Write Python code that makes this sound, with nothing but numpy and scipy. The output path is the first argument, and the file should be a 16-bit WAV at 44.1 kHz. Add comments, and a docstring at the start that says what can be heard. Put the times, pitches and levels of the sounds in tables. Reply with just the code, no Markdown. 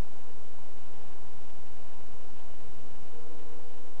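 """A soft far-off roar, probably traffic, fills a still, snowy wood above a low rumble.
Faint drones and a low hum hang in the roar; near the end they die away as the bass swells gently and
a very distant horn-like chord rises, its tones wavering and blurred by scattering among the trees.
A slight rustle flickers in the microphone's own hiss. The recorder adds a thin electrical whine,
cuts the top of the treble and rests on a constant offset."""
import sys
import numpy as np
from scipy import signal
from scipy.fft import rfft, irfft
from scipy.io import wavfile

SR = 44100
rng = np.random.default_rng(int(sys.argv[2]) if len(sys.argv) > 2 else 0)


def transcribe(signal):
    """Save signal, clipped to [-1, 1], as a 16-bit WAV file at the path in sys.argv[1]."""
    frames = np.atleast_2d(signal).T
    limited = np.clip(frames, -1, 1)
    pcm = np.round(limited * 32767).astype(np.int16)
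    wavfile.write(sys.argv[1], SR, pcm)


N = 176400
TIME = np.arange(N) / SR


# Spectrum of the roar: (frequency [Hz], density [dB/Hz])
ROAR_SPECTRUM = [(60, -90.5), (150, -86.5), (270, -86), (420, -84.5), (580, -85.5), (800, -85.5),
                 (950, -85.5), (1100, -91.5), (1450, -98), (2000, -104), (4000, -120)]
# Slow envelope of the roar: (time [s], gain [dB])
ROAR_ENVELOPE = [(0, 0.5), (1.2, 0.45), (2.3, 0.33), (3.2, 0.76), (4, .6)]

def distant_roar():
    """Broadband noise from beyond the wood: its spectrum falls away above 1 kHz, its level barely moves."""
    gain_db = np.interp(TIME, *np.transpose(ROAR_ENVELOPE))
    return from_db(gain_db) * shaped_noise(ROAR_SPECTRUM, flutter_db=.5)


# Spectrum of the rumble: (frequency [Hz], density [dB/Hz])
RUMBLE_SPECTRUM = [(12, -78.5), (24, -73), (36, -77), (52, -82.5), (80, -79.5), (120, -84.5), (200, -95),
                   (400, -115)]
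# Spectrum of the bass swell at its peak: (frequency [Hz], density [dB/Hz])
SWELL_SPECTRUM = [(50, -105), (100, -86.5), (155, -82), (230, -86), (330, -86), (450, -100), (900, -125)]

def rumble():
    """Incoherent noises add in power: one gentle swell rises over a continuous bass."""
    swell = bell(at_s=2.905, width_s=.31) * shaped_noise(SWELL_SPECTRUM, flutter_db=-1.4)
    return swell + shaped_noise(RUMBLE_SPECTRUM, flutter_db=-1.4)


# Notes of the horn: (frequency [Hz], rms level at the crest [dB], start [s], attack [s])
HORN_CHORD = [(316.9, -61, 2.83, 0.52), (434, -71, 3.0, .2), (472.4, -55.5, 3.08, .1),
              (563, -72.5, 2.7, 0.38), (645, -76, 3.5, 0.23)]

def horn():
    """Superposed tones form a chord; each creeps in faintly, swells and decays exponentially."""
    lead_s, lead_db, decay_db_per_s = .54, -9.5, 6.5
    release_at_s, release_db_per_s = 3.85, 36
    chord = 0
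    for hz, db, start, attack in HORN_CHORD:
        age = TIME - start
        lead = from_db(lead_db) * np.clip(1 + age / lead_s, 0, 1)
        swell = np.clip(age / attack, 0, 1)
        decay = from_db(-decay_db_per_s * np.maximum(age - attack, 0))
        chord += np.maximum(lead, swell) * decay * far_tone(hz, db, scatter=.12)
    return chord * from_db(-release_db_per_s * np.maximum(TIME - release_at_s, 0))


# Far drones before they fade: (frequency [Hz], rms level [dB])
DRONE_TONES = [(361, -71), (478, -69.5)]

def drones():
    """Partial masking: blurred tones and a low hum barely stand out of the roar, then die away."""
    end_s, fade_s = 3.42, .3
    fade = np.clip((end_s - TIME) / fade_s, 0, 1)
    low_hum = far_tone(hz=84, db=-67.5, scatter=1.2)
    tones = sum(far_tone(hz, db, scatter=.7) for hz, db in DRONE_TONES)
    return fade * (low_hum + tones)


# Spectrum of the hiss: (frequency [Hz], density [dB/Hz])
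HISS_SPECTRUM = [(300, -104), (1500, -102), (2300, -102), (3300, -103.6), (4000, -104.5), (5500, -105.1),
                 (7350, -105.9), (8000, -110.6), (8500, -121)]
# Brief lifts of the hiss: (time [s], width [s], rise [dB])
HISS_RISES = [(.71, .04, 0.2), (2.44, 0.028, 1)]

def microphone_hiss():
    """Self-noise of the microphone: a nearly steady floor that lifts slightly twice."""
    return lift_gain(HISS_RISES) * shaped_noise(HISS_SPECTRUM, flutter_db=.2)


# Spectrum of the rustle: (frequency [Hz], density [dB/Hz])
RUSTLE_SPECTRUM = [(700, -112), (1500, -103), (2250, -104), (2650, -101.8), (2880, -98.5), (3350, -106),
                   (4000, -113), (7000, -122), (8500, -140)]
# Soft stirs in the rustle: (time [s], width [s], rise [dB])
RUSTLE_STIRS = [(1.44, .015, 1), (2.39, .02, 5)]

def rustle():
    """Fast random amplitude modulation makes faint upper-midrange noise flicker."""
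    return lift_gain(RUSTLE_STIRS) * shaped_noise(RUSTLE_SPECTRUM, flutter_db=2.3, flutter_per_s=36)


def recorder_whine(hz=3671, rms_db=-87):
    """A pure tone of electrical origin, heard as a thin whine."""
    return from_db(rms_db) * np.sqrt(2) * np.sin(2 * np.pi * hz * TIME)


def far_tone(hz, db, scatter):
    """Multipath scattering by trees blurs a wavering tone; scatter is the scattered-to-direct rms ratio."""
    wander_hz, waver_db, waver_per_s = .7, .5, 3
    phase = 2 * np.pi * np.cumsum(hz + wander_hz * drift(waver_per_s)) / SR
    direct = np.sqrt(2) * np.sin(phase)
    scattered = drift(10) * np.sin(phase) + drift(9.3) * np.cos(phase)
    tone = (direct + scatter * scattered) / np.sqrt(1 + scatter ** 2)
    return tone * from_db(db + waver_db * drift(waver_per_s))


def shaped_noise(spectrum, flutter_db, flutter_per_s=6):
    """Spectral shaping gives white noise the stated density; its level then flutters at random."""
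    points_hz, db = np.transpose(spectrum)
    hz = np.maximum(np.arange(N // 2 + 1) * SR / N, 1)
    gain = from_db(np.interp(np.log(hz), np.log(points_hz), db)) * np.sqrt(SR / 2)
    steady = irfft(rfft(rng.standard_normal(N)) * gain, N)
    return steady * from_db(flutter_db * drift(flutter_per_s))


def drift(rate):
    """Low-pass noise of unit variance, changing about rate times a second."""
    hz = np.arange(N + 1) * SR / (2 * N)
    slow = irfft(rfft(rng.standard_normal(2 * N)) / (1 + (hz / rate) ** 2) ** 2)[:N]
    return (slow - slow.mean()) / slow.std()


def lift_gain(lifts):
    """Gains multiply as decibels add: one bell-shaped rise for each row."""
    return from_db(sum(db * bell(at_s, width_s) for at_s, width_s, db in lifts))


def bell(at_s, width_s):
    """Gaussian envelope with a peak of 1."""
    return np.exp(-.5 * ((TIME - at_s) / width_s) ** 2)


def from_db(db):
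    """Amplitude ratio of a level in decibels."""
    return 10 ** (np.asarray(db) / 20)


def scene():
    """Linear superposition of all sources in one channel."""
    far_sounds = distant_roar() + rumble() + horn() + drones()
    return (far_sounds + microphone_hiss() + rustle() + recorder_whine())[None]


def record(dry):
    """Band limiting and DC bias: the recorder cuts the top steeply and rests off centre."""
    stopband_hz, stopband_db, dc_offset = 9050, 60, -.1411
    lowpass = signal.cheby2(16, stopband_db, stopband_hz, fs=SR, output="sos")
    return signal.sosfilt(lowpass, dry) + dc_offset


dry = scene()
out = record(dry)
transcribe(out)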